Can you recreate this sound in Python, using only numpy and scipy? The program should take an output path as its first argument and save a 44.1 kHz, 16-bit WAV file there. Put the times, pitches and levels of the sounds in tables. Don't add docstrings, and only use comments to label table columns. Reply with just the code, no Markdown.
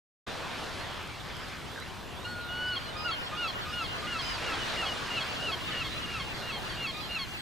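import sys
import numpy as np
from scipy import signal
from scipy.io import wavfile
from scipy.ndimage import uniform_filter1d, map_coordinates

SR = 44100
rng = np.random.default_rng(int(sys.argv[2]) if len(sys.argv) > 2 else 0)


def makeup_ratio(level_db):
    decades = np.asarray(level_db, float) / 20
    return 10 ** decades


def output_pcm(signal):
    pcm = np.clip(np.atleast_2d(signal).T, -1, 1) * 32767
    wavfile.write(sys.argv[1], SR, np.round(pcm).astype(np.int16))


N = 326781


def unit(x):
    return x / np.sqrt(np.mean(x ** 2) + 1e-20)


def along(points, hz):
    f, v = np.transpose(points)
    return np.interp(np.log(hz + 1), np.log(f + 1), v)


def wobble(rate, size):
    knots = rng.standard_normal(int(size * rate / SR) + 4)
    return map_coordinates(knots, [np.arange(size) * rate / SR])


def late(x, seconds):
    return np.pad(x, (round(seconds * SR), 0))[:N]


def span(start_s, end_s, rise, fall):
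    u = np.linspace(1e-4, 1 - 1e-4, round((end_s - start_s) * SR))
    swell = np.minimum(1, np.minimum(u / rise, (1 - u) / fall))
    return u, 20 * np.log10(swell)


def add(out, start_s, hz, partials, jitter, flutter_db):
    wavering_hz = hz * (1 + jitter * wobble(123.7, len(hz)))
    phase = 2 * np.pi * np.cumsum(wavering_hz) / SR
    place = out[round(start_s * SR):][:len(hz)]
    for multiple, db in partials:
        level = np.sqrt(2) * makeup_ratio(db + flutter_db * wobble(74.3, len(hz)))
        place += level * np.sin(multiple * phase)


# (f/Hz, likeness 0-1)
ALIKE = [(130, 0.21), (400, 0.37), (800, 0.7), (1400, 0.88), (2200, 0.73), (3000, 0.84), (4300, 0.8),
         (6800, 0.86), (10000, 0.58), (15000, 0.47)]
# (f/Hz, left minus right level/dB)
LEAN = [(25, 10), (60, 4), (130, .6), (300, 1.3), (600, 0)]
TOP_HZ = 15500


def rush(spectrum, patchy_db):
    hz, _, z = signal.stft(rng.standard_normal((2, N)), SR, nperseg=1024)
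    patches = uniform_filter1d(rng.standard_normal(z.shape[1:]), size=9, axis=0)
    patches = uniform_filter1d(patches, size=6, axis=1)
    turn = np.arccos(np.clip(along(ALIKE, hz), -1, 1))[:, None] / 2
    mid, side = z[0] * np.cos(turn), z[1] * np.sin(turn)
    colour_db = along(spectrum, hz) + along(LEAN, hz) * [[.5], [-.5]]
    colour = makeup_ratio(colour_db) * (hz < TOP_HZ)
    pair = np.array([mid + side, mid - side]) * colour[..., None] * makeup_ratio(patchy_db * unit(patches))
    return unit(signal.istft(pair, nperseg=1024)[1][:, :N])


# (t/s, level/dB)
WIND = [(.3, -50.5), (2, -49), (3.3, -49.5), (4.3, -47), (5.1, -49.5), (5.8, -46), (7.38, -48.5)]
# (t/s, town level/dB, water level/dB)
AIR = [(.3, -43.5, -47), (.8, -43.5, -47), (1.05, -49.5, -49), (1.35, -48, -49.5), (1.7, -49, -50.5),
       (2.05, -48.5, -52.5), (2.6, -47, -51.5), (3.2, -45, -50), (3.7, -46.5, -49), (4.0, -44.5, -47.5),
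       (4.25, -46.5, -44), (4.55, -40.5, -43.5), (5.2, -43, -44), (5.5, -44.5, -47), (5.9, -48.5, -46.5),
       (6.6, -45, -48), (7.0, -48.5, -49.5), (7.379, -53, -51.5)]
# (f/Hz, level/dB per Hz)
BUFFET = [(15, -44), (25, -15), (40, -5.5), (55, -4.5), (85, -2), (115, -2), (170, -6.5), (350, -12),
          (700, -29.5), (3000, -100)]
TOWN = [(120, -8), (300, -1), (700, 1), (1100, -1.5), (1800, -10.5), (3000, -45), (9000, -90)]
WATER = [(500, -24), (1000, -2), (1500, 2), (2300, -0.5), (3500, -3), (6000, -40), (13000, -67)]
HISS = [(2000, -20), (4000, 0), (5000, -4), (6300, -10), (8000, -15), (10000, -20), (12000, -30),
        (14000, -50)]
CAPSULE = [(4000, -6), (7000, -7.5), (9000, -10), (12000, -10.5), (15000, -13.5)]


def air():
    t = np.arange(N) / SR
    s, *levels = np.transpose(AIR)
    town_db, water_db = [np.interp(t, s, c) for c in levels]
    buffet_db = np.interp(t, *np.transpose(WIND))
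    hiss_db = -55 + 1.32 * (water_db + 48.5)
    gust = wobble(3.88, N)
    lumps = makeup_ratio(0.33 * np.array([wobble(7, N), wobble(8.5, N)]))
    buffet = makeup_ratio(buffet_db + 4.0) * unit(lumps * rush(BUFFET, patchy_db=0.5))
    town = makeup_ratio(town_db + 2 + 0.14 * gust + 0.16 * wobble(15, N)) * rush(TOWN, patchy_db=1.65)
    water = makeup_ratio(water_db + 5.0 + 0.19 * gust + 0.85 * wobble(8, N)) * rush(WATER, patchy_db=2.0)
    hiss = makeup_ratio(hiss_db + 5 + .4 * gust + .6 * wobble(10, N)) * rush(HISS, patchy_db=.6)
    creep_db = 0.5 * t
    capsule = makeup_ratio(-57.5 + creep_db + 0.56 * wobble(4.5, N)) * rush(CAPSULE, patchy_db=3.2)
    return buffet + town + water + hiss + capsule


def quay(x):
    t = np.arange(SR // 2) / SR
    tail = rng.standard_normal((2, len(t))) * makeup_ratio(-60 * t / 0.9) * (t > .012)
    return signal.fftconvolve(x[None], tail / np.linalg.norm(tail[0]), axes=1)[:, :N]


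def flock(notes, arch_hz, bow, jitter, flutter_db):
    out = np.zeros(N)
    for start, length, hz0, hz1, db in notes:
        u, swell = span(start, start + length, rise=0.037, fall=0.049)
        arch = 4 * u * (1 - u) * (arch_hz + bow * abs(hz1 - hz0))
        glide = (1 - u) * hz0 + u * hz1 + arch
        add(out, start, glide, [(0.99, db + swell)], jitter=jitter, flutter_db=flutter_db)
    return out


COLONY_START_S, COLONY_CALLS, COLONY_DB = 2.7, 56, -55.5


def colony_cries():
    when, long, pitch, fall, loud = rng.random((COLONY_CALLS, 5)).T
    hz = 2900 + 2300 * pitch
    starts = COLONY_START_S + when * (N / SR - COLONY_START_S - .15)
    level_db = COLONY_DB + 6 * (loud - .5)
    return np.transpose([starts, .03 + .07 * long, hz, hz * (1 - .15 * fall), level_db])


def colony():
    return np.array([flock(colony_cries(), arch_hz=30, bow=.1, jitter=.015, flutter_db=4) for _ in "LR"])


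# (start t/s, length t/s, start f/Hz, end f/Hz, level/dB)
WHISTLES = [(.27, .08, 3800, 4050, -57), (.79, .04, 4050, 4300, -56), (1.35, .09, 5100, 5050, -63),
            (1.43, .06, 5000, 4200, -58), (1.66, .185, 2900, 4066, -56), (2.1, .21, 2750, 4156, -57),
            (2.965, .09, 4964, 4997, -51), (3.05, .045, 5020, 4400, -54), (3.33, .19, 3000, 4230, -56),
            (4.215, .1, 4850, 5050, -49), (4.31, .065, 5050, 4300, -48), (4.55, .21, 2800, 4130, -53),
            (5.45, .11, 5000, 4600, -60), (5.81, .18, 3150, 4130, -52), (6.92, .14, 3745, 4144, -53),
            (7.06, .13, 4150, 3785, -56)]
# (start t/s, length t/s, start f/Hz, end f/Hz, level/dB)
WHINES = [(.49, .13, 4000, 3050, -58), (.835, .1, 3750, 2900, -56), (1.103, .022, 3600, 3600, -54),
          (1.195, .025, 3650, 3550, -54), (1.285, .03, 3570, 3550, -55), (2.4, .15, 4250, 3100, -54.5),
          (2.89, .07, 4200, 3200, -57), (3.72, .07, 3600, 3150, -55), (6.33, .09, 4750, 4250, -54),
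          (6.4, .3, 4200, 3600, -57), (7.0, .07, 4900, 4300, -54), (7.1, .11, 4400, 3600, -51)]
RASP_HZ = 190


def young_birds():
    whistles = flock(WHISTLES, arch_hz=60, bow=.11, jitter=.005, flutter_db=2)
    rattle_hz = RASP_HZ * makeup_ratio(wobble(30, N))
    rasp = 1 + 1.6 * np.cos(2 * np.pi * np.cumsum(rattle_hz) / SR)
    whines = .6 * rasp * flock(WHINES, arch_hz=20, bow=.03, jitter=.012, flutter_db=3)
    return (whistles + whines) * [[-makeup_ratio(-16)], [makeup_ratio(7)]]


# (start t/s, length t/s, start f/Hz, end f/Hz, level/dB)
ANSWERS = [(2.66, .04, 4939, 4939, -54), (2.865, .055, 2910, 3041, -49), (3.2, .08, 5180, 5400, -56),
           (3.68, .035, 4902, 4922, -53), (3.715, .035, 5238, 5238, -50), (4.25, .085, 3150, 2880, -44),
           (4.585, .075, 3020, 2850, -44), (4.86, .07, 2950, 2890, -38.5), (5.17, .04, 3007, 2909, -43),
           (5.425, .04, 2967, 2967, -41), (5.67, .03, 3700, 3700, -48), (5.715, .04, 2985, 2935, -42),
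           (6.0, .06, 2950, 2850, -46), (6.36, .04, 3447, 3297, -50), (6.655, .035, 2940, 2744, -47),
           (6.69, .045, 4599, 4480, -49), (6.69, .055, 3555, 3055, -50), (6.79, .03, 3441, 3441, -49),
           (6.94, .035, 3656, 3656, -47), (7.0, .07, 3560, 3020, -48)]


def answers():
    return flock(ANSWERS, arch_hz=35, bow=0, jitter=.006, flutter_db=2)


# (t/s, peak level/dB, ring f/Hz)
TAPS = [
    (1.76, -22, 1670),
    (1.7765, -19.5, 1590),
    (1.7864, -22, 1500),
    (1.8235, -22.5, 2080),
]
# (t/s, peak level/dB)
TICKS = [
    (1.0281, -45),
    (1.0744, -38),
    (1.3668, -37),
    (1.4845, -39),
    (1.5844, -42),
    (1.8003, -35),
    (1.8781, -42),
]


def feet():
    out, t = np.zeros(N), np.arange(SR // 20) / SR
    for s, db, hz in TAPS:
        onset = 1 - np.exp(-t / 0.00034)
        ring = makeup_ratio(db - 9.5 - 60 * t / 0.023) * np.sin(2 * np.pi * hz * t)
        out[round(s * SR):][:len(t)] += ring * onset
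    for s, db in TICKS:
        grit = rng.standard_normal(len(t) + 3)
        bright = grit[3:] - grit[:-3]
        out[round(s * SR):][:len(t)] += makeup_ratio(db - 9.0 - 60 * t / 0.013) * bright
    return out


# (t/s, pitch f/Hz, level/dB, membrane drive lifting 2nd partial level/dB,
# beak gape lifting 3rd partial level/dB)
HELD = [
    (2.243, 1406, -46, 13, 3),
    (2.265, 1427, -43.5, -2.5, -5),
    (2.295, 1450, -44, -15, -4.5),
    (2.473, 1420, -43.5, -17, -18),
    (2.5, 1444, -42.5, 2, -18),
    (2.601, 1463, -38.5, -2, -11.5),
    (2.708, 1483, -36.5, -0.5, -21),
    (2.735, 1443, -40, 6, 1),
    (2.765, 1390, -43, -11, -5),
]


def held_note():
    out = np.zeros(N)
    s, *cols = np.transpose(HELD)
    u, swell = span(s[0], s[-1], rise=0.024, fall=0.014)
    hz, db, drive, gape = [np.interp(s[0] + u * (s[-1] - s[0]), s, c) for c in cols]
    level = db + swell
    add(out, s[0], hz, [(1, level), (2, level + drive), (3, level + gape)], jitter=0.0043, flutter_db=1.0)
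    return out


# (start t/s, length t/s, pitch f/Hz, level/dB, overtones over it level/dB)
LEADS = [
    (2.945, .107, 1225, -44, -5),
    (3.31, .066, 1215, -43, -7),
    (3.655, .066, 1209, -45, -7),
    (4.025, .04, 1196, -41.5, -11),
    (5.675, .045, 1235, -45, -10),
    (5.96, .04, 1232, -48, -5),
    (6.94, .075, 1215, -48, 1),
]
LEAD_CLIMB_HZ = 37


def leads():
    out = np.zeros(N)
    for start, length, hz, first, over_db in LEADS:
        u, swell = span(start, start + length, rise=0.1, fall=0.05)
        overtones = first + over_db + 2.5 - 7 * u + swell
        levels = [first - 1 + 3 * u + swell, overtones, overtones - 7]
        add(out, start, hz + LEAD_CLIMB_HZ * u, list(enumerate(levels, 1)), jitter=.004, flutter_db=2)
    return out


# (start t/s, length t/s, level/dB, share of the note before the pitch gives way 0-1,
# fundamental held back level/dB)
YELPS = [(3.045, 0.07, -38, 0.16, -2), (3.369, 0.11, -35.5, .36, 2), (3.722, 0.12, -37.5, 0.41, 4),
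         (4.067, 0.12, -38.5, 0.35, 7), (4.422, .12, -41, 0.32, 9), (4.768, 0.088, -36, 0.32, 17),
         (5.1, 0.1, -34.5, 0.53, 9), (5.396, 0.12, -36, .52, 13), (5.746, 0.089, -35.5, 0.57, 17),
         (6.069, 0.12, -39.5, 0.41, 12), (6.422, .1, -39.5, 0.63, 14), (6.766, 0.11, -36.5, 0.55, 22),
         (7.089, 0.096, -34, .6, 16)]
# (position 0-1, 1st, 2nd, 3rd partial over its level/dB)
YELP_SHAPE = [(0, -8, -6, -32), (.1, -3, -2.5, -24), (.4, -2, -1, -21), (.66, -1, 0, -9), (.88, -1, -3, -9),
              (1, -5, -11, -26)]
YELP_HZ, TIRE_HZ_PER_S, SCOOP_HZ, SAG_HZ = 1446.4, 8.13, 25, 152
CHEST_DB, CHEST_FADE_DB_PER_S = -35.5, 1.2
HOOK_DB = 14
THIN_DB, FOURTH_DB = 12, -15


def yelps():
    out = np.zeros(N)
    place, *shape = np.transpose(YELP_SHAPE)
    for start, length, db, held, back_db in YELPS:
        since_s = start - YELPS[0][0]
        u, swell = span(start, start + length, rise=0.036, fall=0.0047)
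        give = np.sin(np.pi / 2 * np.clip((u - held) / (1 - held), 0, 1)) ** 2
        hz = YELP_HZ - TIRE_HZ_PER_S * since_s - SCOOP_HZ * np.exp(-u / 0.16) - SAG_HZ * give
        first, second, third = [swell + np.interp(u, place, c) for c in shape]
        first = first + CHEST_DB - CHEST_FADE_DB_PER_S * since_s
        first = first - back_db * (1 - give) ** 2
        second = second + db + HOOK_DB * (held - .3) * (2 * np.sqrt(give) - 1)
        third = third + db - THIN_DB * (held - .3)
        fourth = third + FOURTH_DB
        partials = [(1, first), (2, second), (3, third), (4, fourth), (5, fourth)]
        add(out, start, hz, partials, jitter=0.004, flutter_db=1.8)
    return out


# (start t/s, length t/s, level/dB, 4th over 3rd partial level/dB)
BREAKS = [(2.758, 0.0296, -38.5, -6), (3.107, 0.053, -41.5, -2), (3.474, 0.046, -42, -1),
          (3.835, 0.038, -44, 0.5), (4.185, 0.04, -42.5, 0), (4.535, 0.026, -46, -1),
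          (4.85, 0.048, -40, -5), (5.203, 0.035, -40.5, -4), (5.516, 0.041, -40, -6.5),
          (5.84, 0.05, -41.5, -7), (6.194, 0.042, -41.5, -6), (6.512, 0.086, -44.5, -5),
          (6.864, 0.059, -42, -2), (7.185, .07, -43, 1)]
BREAK_HZ, BREAK_SAG_HZ = 1118, 93.3


def breaks():
    out = np.zeros(N)
    for start, length, third, tilt_db in BREAKS:
        u, swell = span(start, start + length, rise=0.12, fall=0.32)
        fourth = third + tilt_db
        levels = [third - 6, third - 12 + 1.3 * start, third + 2.5, fourth + 2, fourth - 19]
        sag = BREAK_HZ - BREAK_SAG_HZ * u ** 1.35
        partials = [(k, db + swell) for k, db in enumerate(levels, 1)]
        add(out, start, sag, partials, jitter=.006, flutter_db=2)
    return out


def gull():
    return held_note() + leads() + yelps() + breaks()


STONE_ECHO_S, ECHO_S, FAR_ECHO_S = 380 / 44100, 22084 / 44100, 1.02


def scene():
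    background = air() + colony() + young_birds() + feet()
    adults = gull() + answers()
    adults = adults - makeup_ratio(-13) * late(adults, STONE_ECHO_S)
    echo = makeup_ratio(-6) * late(adults, ECHO_S) * [[1], [-1]]
    far_shore = makeup_ratio(-16) * late(adults, FAR_ECHO_S) * [[.6], [1]]
    scatter = makeup_ratio(-21) * quay(adults)
    return background + adults + echo + far_shore + scatter


def roll_off(x):
    return signal.sosfilt(signal.butter(12, 15700, fs=SR, output="sos"), x)


START_S = 0.2646


def record(dry):
    opened = np.clip((np.arange(N) / SR - START_S) / 0.012, 0, 1)
    return roll_off(dry * opened)


dry = scene()
out = record(dry)
output_pcm(out)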